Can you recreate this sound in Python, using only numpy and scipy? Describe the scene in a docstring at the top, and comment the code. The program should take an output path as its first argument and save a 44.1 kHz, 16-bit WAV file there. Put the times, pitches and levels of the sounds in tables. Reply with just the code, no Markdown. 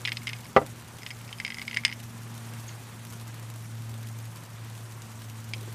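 """Ice cubes clink close by in a hand-held glass of drink while a motor hums: a rattle, the glass bumps a wooden
table, a longer rattle as it is lifted away, a faint clink later and a louder double one near the end. The ice and
glass are damped rings struck by a grinding contact, the table a set of wood modes. The motor, two sines, slowly
loses speed. Shaped noise makes the small room's rumble and hiss; short snaps crackle faintly, with a few soft taps
and a thin far ping."""
import sys
import numpy as np
from scipy import signal
from scipy.fft import rfft, irfft
from scipy.io import wavfile
from scipy.ndimage import uniform_filter1d, map_coordinates

SR = 44100
rng = np.random.default_rng(int(sys.argv[2]) if len(sys.argv) > 2 else 0)


def pcm_store(signal):
    """Save signal as 16-bit PCM."""
    levels = np.round(np.clip(np.atleast_2d(signal), -1, 1) * 32767)
    wavfile.write(sys.argv[1], SR, levels.astype(np.int16).T)


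def gain_from_db(level_db):
    """Convert decibel levels to linear amplitude factors (20 dB per decade)."""
    decades = np.asarray(level_db, float) / 20
    return 10 ** decades


N = 253134  # length in samples


def unit(x):
    """Scaled to rms 1."""
    return x / np.sqrt(np.mean(x ** 2) + 1e-20)


def along(points, hz):
    """(Hz, value) points read on a log frequency axis."""
    f, v = np.transpose(points)
    return np.interp(np.log(hz + 1), np.log(f + 1), v)


def curves(rows):
    """One value per sample for each column after the time in seconds."""
    s, *cols = np.transpose(rows)
    return [np.interp(np.arange(N) / SR, s, c) for c in cols]


def wobble(rate):
    """A smooth random curve, rate knots a second."""
    knots = rng.standard_normal(int(N * rate / SR) + 4)
    return map_coordinates(knots, [np.arange(N) * rate / SR])


def add(track, s, sound):
    """Mix a sound into the track at time s."""
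    part = track[round(s * SR):][:len(sound)]
    part += sound[:len(part)]


def ring(hz, db, t60, attack):
    """Sum of damped sines, a fifth of a second long; t60 and the attack's time constant in s."""
    t = np.arange(SR // 5) / SR
    hz, db, t60 = (np.reshape(v, (-1, 1)) for v in (hz, db, t60))
    sines = gain_from_db(db - 60 * t / t60) * np.sin(2 * np.pi * hz * t)
    return sines.sum(axis=0) * (1 - np.exp(-t / attack))


def contact(grind_db, t60):
    """A sharp blow followed by a short grinding shudder of the two surfaces."""
    t = np.arange(SR // 20) / SR
    force = gain_from_db(grind_db - 60 * t / t60) * rng.standard_normal(len(t))
    force[0] = 1
    return force


def clinks():
    """Each cube strikes another spot, so the ring families change strength; the sloshing drink shifts the low pair."""
    # Ice on glass. Each row: start in seconds, strength in dB, low ring in Hz, then the ice knock
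    # and the upper rings in dB against the low ring family.
    strikes = [(0.0514, -26.5, 2270, 2.5, -21), (.0554, -20.5, 2300, -5, -12),
               (0.075, -21, 2080, -8.5, -12.5), (0.0825, -22, 1860, -9, -26), (0.091, -27, 2200, -5, -13),
               (0.1195, -23, 2200, -1.5, -12), (0.1702, -35, 2080, 6, -3), (.2189, -40, 2220, -7, -14),
               (0.2707, -24, 2150, -5, -9), (.2784, -24, 2210, -6.5, -22), (0.2912, -29.5, 2140, -12, -3),
               (0.2967, -36, 1900, 2, -18), (.3322, -28, 2170, -3.5, -11.5), (.3654, -41, 2080, -5, -8),
               (0.4553, -40.5, 2190, -4, -8), (1.0205, -40, 2207, -20, -6.5), (1.032, -37, 2000, -7, -6),
               (1.064, -26.5, 2150, -7.5, -13), (1.1051, -29.5, 2030, -8.5, -10),
               (1.1104, -30, 2180, -21, -10), (1.2261, -45, 2210, -14, -9), (1.278, -46, 2360, -12, -2),
               (1.328, -35, 2200, 0, -7), (1.3848, -43, 2360, -5, -1), (1.4005, -21.5, 2080, -11, -14.5),
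               (1.4114, -36, 2260, -14, -19), (1.4488, -22.5, 2200, -5.5, -13),
               (1.464, -27, 2130, -11, -12), (1.4785, -27, 2120, -9, -13), (1.5032, -27.5, 2080, -6, -14),
               (1.521, -31, 2020, -6, -22), (1.544, -31, 2100, -6, -6), (1.57, -35, 2130, -12, -23),
               (1.5843, -25.5, 2080, -16, -14), (1.595, -32, 2080, -10, -12), (1.6162, -28, 2200, -6, -15),
               (1.6795, -24.5, 2200, -5, -18), (1.697, -43, 2000, -3, -4), (1.7116, -27, 2112, -10, -13),
               (1.73, -31, 2040, -10, -22), (1.739, -32, 2100, -20, -20), (1.744, -28, 2110, -4, -8),
               (1.7644, -25, 2140, -8, -19), (1.7706, -15.5, 2090, -10.5, -14.5),
               (1.7804, -32, 2060, -24, -22), (1.7864, -32, 2155, -16, -15), (1.7957, -37, 2261, -11, -11),
               (1.8362, -26, 2150, -20, -26), (1.8501, -12.5, 2140, -1, -5.5),
               (1.8575, -24, 2110, -20, -11), (1.8644, -32, 2070, -9, -2), (1.8795, -31, 2010, -8, -7),
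               (1.892, -31, 2200, -13, -19), (1.8984, -33, 2070, -7, -12), (1.9146, -33, 2022, -7, -13),
               (1.9258, -26, 2150, -8, -15.5), (2.6919, -41, 2140, -3, -10), (5.5356, -22, 2290, -6.5, -14),
               (5.542, -32, 2420, -5, -26)]
    # The damped glass and its ice. Each row: mode in Hz, relative level in dB, t60 in seconds.
    glass_modes = [(1053, -20, 0.021), (1266, -18.5, 0.021), (1466, -15, 0.015), (1740, -12, 0.018),
                   (2080, 2, 0.018), (2200, -5.5, 0.022), (2576, 2, 0.013), (2804, 8.5, 0.0072),
                   (3073, 8.5, 0.0088), (3310, 4, 0.0058), (3560, 3, 0.012), (3810, -0.5, 0.0073),
                   (4080, -0.5, 0.014), (4710, 1, 0.0048), (4870, 6.5, 0.014), (5090, -1, 0.032),
                   (5350, -8, 0.012), (6200, 2.5, 0.0083), (6400, -25, 0.0112), (6800, -10, 0.016),
                   (7650, -13, 0.008), (8010, -7, 0.0099), (8000, -36, 0.011), (8800, -3, 0.012),
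                   (8750, -10, 0.011), (11600, -17.5, .01)]
    # Ring families in Hz: low ring, low ice knock, high ice knock, upper rings (and all above).
    families_hz = [2150, 2950, 3900, 5000]
    high_knock_db, high_grows = -1, 1.94  # the high ice knock follows the low one, swinging wider
    hz, db, t60 = np.transpose(glass_modes)
    rows = np.vstack([strikes, nudges()])
    chance = rng.standard_normal((len(rows), 2, len(hz)))
    out = np.zeros(N)
    for (s, strength_db, low_hz, knock_db, upper_db), (level, detune) in zip(rows, chance):
        family_db = [0, knock_db, high_grows * knock_db + high_knock_db, upper_db]
        mode_db = db + strength_db + along(list(zip(families_hz, family_db)), hz)
        pitch = hz * (1 + .012 * detune)
        pitch[4:6] = hz[4:6] * low_hz / hz[4]  # the low pair moves together
        rings = ring(pitch, mode_db + 1.5 * level, t60, attack=.0004)
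        add(out, s, signal.fftconvolve(rings, contact(grind_db=-25, t60=.025)))
    return out


def nudges():
    """The hand swirls the glass and cubes nudge the wall faintly: rows like those of the clinks, at random moments."""
    # Swirls of the glass. Each row: start in seconds, end in seconds.
    swirl_spans = [(.05, .47), (.98, 1.14), (1.19, 1.94)]
    per_s = 30
    s = np.concatenate([rng.uniform(a, b, round(per_s * (b - a))) for a, b in swirl_spans])
    size, slosh, knock, upper = rng.standard_normal((len(s), 4)).T
    strength_db = -48.5 + 4.5 * size
    low_hz = 2150 * (1 + 0.067 * slosh)
    return np.transpose([s, strength_db, low_hz, -7 + 4 * knock, -13 + 4 * upper])


def table_bumps():
    """The heavy base lands, rocks and bounces; a softer contact drives fewer high modes and a duller crunch."""
    # Glass base on the table top. Each row: start in seconds, blow in dB, softness corner in Hz (lower = softer).
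    blows = [(.5640, -5.5, 1920), (0.569, -9.5, 890), (0.5755, -13, 814), (.6155, -19.5, 495),
             (0.622, -25.5, 780), (.631, -40, 493), (0.642, -41, 600)]
    # Table top modes. Each row: mode in Hz, relative level in dB.
    wood_modes = [(139, -14.5), (237, -18), (295, -8), (410, -5.5), (528, 4), (675, 2.5), (781, -5),
                  (951, -10), (1035, -6), (1110, -5), (1167, 1.5), (1297, 0.5), (1440, -12), (1696, -10),
                  (1970, -2), (2150, -8), (2370, -13), (2690, -6.5), (3036, -25), (3400, -18), (3900, -26)]
    hz, db = np.transpose(wood_modes)
    t60 = 0.059 * (500 / hz) ** 0.27  # wood damps its higher modes faster
    t = np.arange(SR // 10) / SR
    out = np.zeros(N)
    for s, blow_db, soft_hz in blows:
        soft_db = -20 * np.log10(1 + (hz / soft_hz) ** 2)
        rings = ring(hz, db + blow_db + soft_db, t60, attack=.0006)
        add(out, s, signal.fftconvolve(rings, contact(grind_db=-38, t60=.04)))
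        dull = signal.butter(2, soft_hz, fs=SR, output="sos")
        crunch = signal.sosfilt(dull, rng.standard_normal(len(t)))
        add(out, s, gain_from_db(blow_db - 6 - 60 * t / 0.07) * crunch)
    return out


def motor():
    """A wavering hum that slowly sinks in pitch, with its octave coming and going."""
    # The hum swells and fades. Each row: time in seconds, rms level in dB before the waver.
    hum_level = [(0, -43.5), (.35, -40.5), (.55, -52), (.7, -43), (.95, -52), (1.25, -43.5), (1.5, -52.5),
                 (1.79, -44), (2.56, -40.5), (2.88, -45), (3.55, -39.5), (4.04, -36), (4.3, -39),
                 (4.47, -49), (4.62, -39), (5.1, -42.5), (5.74, -38)]
    # Swells of the octave. Each row: start in seconds, length in seconds, level in dB added to the resting octave.
    octave_swells = [(0, 0.87, -60.5), (1.3, 1.43, -53), (2.905, 0.41, -52.5), (3.6, 0.675, -55),
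                     (4.917, 0.82, -56)]
    start_hz, sag_hz_per_s = 117.24, 1.02
    rest_db, edge_s = -63, 0.18  # octave between swells, and the ramp at each swell's ends
    t = np.arange(N) / SR
    hum_db, = curves(hum_level)
    octave = gain_from_db(rest_db)
    for s, length, db in octave_swells:
        octave = octave + gain_from_db(db) * np.clip(np.minimum(t - s, s + length - t) / edge_s, 0, 1)
    turn = 2 * np.pi * np.cumsum(start_hz - sag_hz_per_s * t + 0.28 * wobble(5.1)) / SR
    waver_db = .8 * np.array([wobble(9), wobble(9)])
    low = gain_from_db(hum_db + waver_db[0]) * np.sin(turn)
    high = octave * gain_from_db(waver_db[1]) * np.sin(2 * turn + 0.59)
    return np.sqrt(2) * (low + high)


def small_sounds():
    """Soft low taps, each one damped sine, and a thin shivering ping somewhere in the room."""
    # Soft low taps. Each row: start in seconds, level in dB, pitch in Hz.
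    soft_taps = [(4.355, -39, 1020), (4.976, -35.5, 970), (5.563, -34, 458), (5.614, -35.5, 433),
                 (5.675, -33, 446)]
    # Rings of the far ping. Each row: pitch in Hz, level in dB, t60 in seconds.
    ping_modes = [(6670, -39, 0.1), (6350, -38, 0.0474), (7000, -44, .06), (4390, -47, 0.07),
                  (4395, -51, 0.055)]
    ping_s = 2.679
    out = np.zeros(N)
    for s, db, hz in soft_taps:
        add(out, s, ring(hz, db, 0.019, attack=0.00072))
    rings = ring(*np.transpose(ping_modes), attack=0.0031)
    add(out, ping_s, signal.fftconvolve(rings, contact(grind_db=-26.0, t60=0.12)))
    return out


def crackle(count=700):
    """Tiny snaps of a cycle or two with a noise burst: the loud ones listed, a faint patter at random."""
    # The loudest crackles. Each row: start in seconds, level in dB, centre in Hz.
    loud_snaps = [(0.1274, -28, 3310), (0.2324, -36, 7490), (0.6634, -32, 7040), (0.9857, -36.5, 3300),
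                  (1.6244, -31, 2570), (2.0014, -36, 2820), (2.5366, -36, 2810), (3.0505, -34.5, 7150),
                  (3.1248, -34.5, 3020), (3.1334, -34.5, 1510), (3.3428, -36.5, 8010),
                  (3.5009, -34.5, 8070), (3.894, -35, 8110), (4.1889, -39, 6400), (4.3705, -37.5, 2940),
                  (5.02, -35, 6300), (5.219, -35, 3140), (5.2984, -34.5, 2720)]
    draw = rng.random((count, 3))
    faint_db = -52 + 15 * draw[:, 1] ** 3
    faint = np.transpose([draw[:, 0] * N / SR, faint_db, 2500 * 5 ** draw[:, 2]])
    s, db, hz = np.vstack([loud_snaps, faint]).T[:, :, None]
    k = np.arange(256)  # samples of one snap
    snaps = gain_from_db(db) * np.exp(-k * hz / SR / 1.3) * np.sin(2 * np.pi * hz * k / SR)
    snaps += gain_from_db(db - 2) * np.exp(-k / SR / 0.002) * rng.standard_normal(snaps.shape)
    place = np.round(s * SR).astype(int) + k
    return np.bincount(place.ravel(), snaps.ravel(), N + 256)[:N]


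def rush(spectrum, patchy_db):
    """Coloured noise of rms 1 with patches of random gain over time and frequency."""
    _, _, z = signal.stft(rng.standard_normal(N + 512), SR, nperseg=512)
    field = uniform_filter1d(rng.standard_normal(z.shape), size=30, axis=0)
    field = uniform_filter1d(field, size=3, axis=1)
    patched = signal.istft(z * gain_from_db(patchy_db * unit(field)), SR, nperseg=512)[1][:N]
    colour = gain_from_db(along(spectrum, np.fft.rfftfreq(N, 1 / SR)))
    return unit(irfft(rfft(patched) * colour, N))


def air():
    """Low rumble, a steady mid hiss and a treble hiss that flickers fast, all shaped noise."""
    # Spectra of the rumble, the mid hiss and the treble hiss. Each row: frequency in Hz, relative density in dB.
    rumble_colour = [(15, -57), (25, 11), (59, -11), (84, -6.5), (113, -5), (162, -5), (400, -21),
                     (520, -62), (880, -120)]
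    hiss_colour = [(150, -52), (250, -8), (260, -9.5), (294, -8.5), (640, -9.5), (980, -7.5), (1320, -9),
                   (5000, -19.5), (6500, -42), (11000, -120)]
    fizz_colour = [(2500, -39), (4000, -44), (5500, 2), (8500, 1.5), (12000, -3), (14900, -6), (15300, -47),
                   (16500, -120)]
    # Room hiss. Each row: time in seconds, mid hiss rms in dB before its wobble.
    hiss_level = [(0, -49.5), (.6, -51.5), (1.7, -50.5), (2.1, -51), (2.65, -48), (3.0, -50.5),
                  (3.7, -51.5), (4.75, -51.5), (5.74, -50)]
    hiss_db, = curves(hiss_level)
    rumble = gain_from_db(-46 + 0.97 * wobble(2.34)) * rush(rumble_colour, patchy_db=1.45)
    hiss = gain_from_db(hiss_db + 0.54 * wobble(5.29)) * rush(hiss_colour, patchy_db=1.01)
    flicker_db = 1.3 * wobble(40) + .3 * wobble(7)
    fizz = gain_from_db(hiss_db - 5.0 + flicker_db) * rush(fizz_colour, patchy_db=1.6)
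    return rumble + hiss + fizz


def room(x):
    """Each frequency of the tail dies at its own speed; a new tail for every tenth of a second."""
    # Decay of the small room. Each row: frequency in Hz, t60 in seconds.
    room_decay = [(300, 0.085), (2000, 0.082), (10000, 0.021)]
    out, step = np.zeros(N), SR // 10
    for start in range(0, N, step):
        hz, t, z = signal.stft(rng.standard_normal(SR // 4), SR, nperseg=128)
        decay = gain_from_db(-60 * t / along(room_decay, hz)[:, None])
        tail = signal.istft(z * decay, SR, nperseg=128)[1]
        wet = signal.fftconvolve(x[start:start + step], tail / np.linalg.norm(tail))
        add(out, start / SR + .003, wet)  # the tail starts 3 ms late
    return out


def scene():
    """Near sounds with their room, over the background."""
    small = signal.butter(2, 1100, "highpass", fs=SR, output="sos")  # a glass is too small to radiate lows
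    distant = signal.butter(2, 14000, fs=SR, output="sos")  # air takes the top off far snaps
    glass, wood = signal.sosfilt(small, clinks()), table_bumps()
    far = small_sounds() + signal.sosfilt(distant, crackle())
    wet = room(gain_from_db(-16) * glass + gain_from_db(-14) * wood + gain_from_db(-6.5) * far)  # far sounds send most to the room
    return (glass + wood + far + wet + motor() + air())[None]


def top_cut(x):
    """Nothing passes above the cut-off."""
    return signal.sosfilt(signal.butter(12, 15990, fs=SR, output="sos"), x)


def record(dry):
    """A small microphone drops the deepest bass, its preamp rounds off the peaks; a sharp band limit ends at 15 kHz."""
    low_cut = signal.butter(3, 70, "highpass", fs=SR, output="sos")
    band_limit = signal.ellip(10, .5, 70, 15050, fs=SR, output="sos")
    x = signal.sosfilt(band_limit, signal.sosfilt(low_cut, dry))
    rounded = x / (1 + np.abs(x / 0.7) ** 4) ** (1 / 4)  # never passes 0.7
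    return top_cut(rounded)


dry = scene()
out = record(dry)
pcm_store(out)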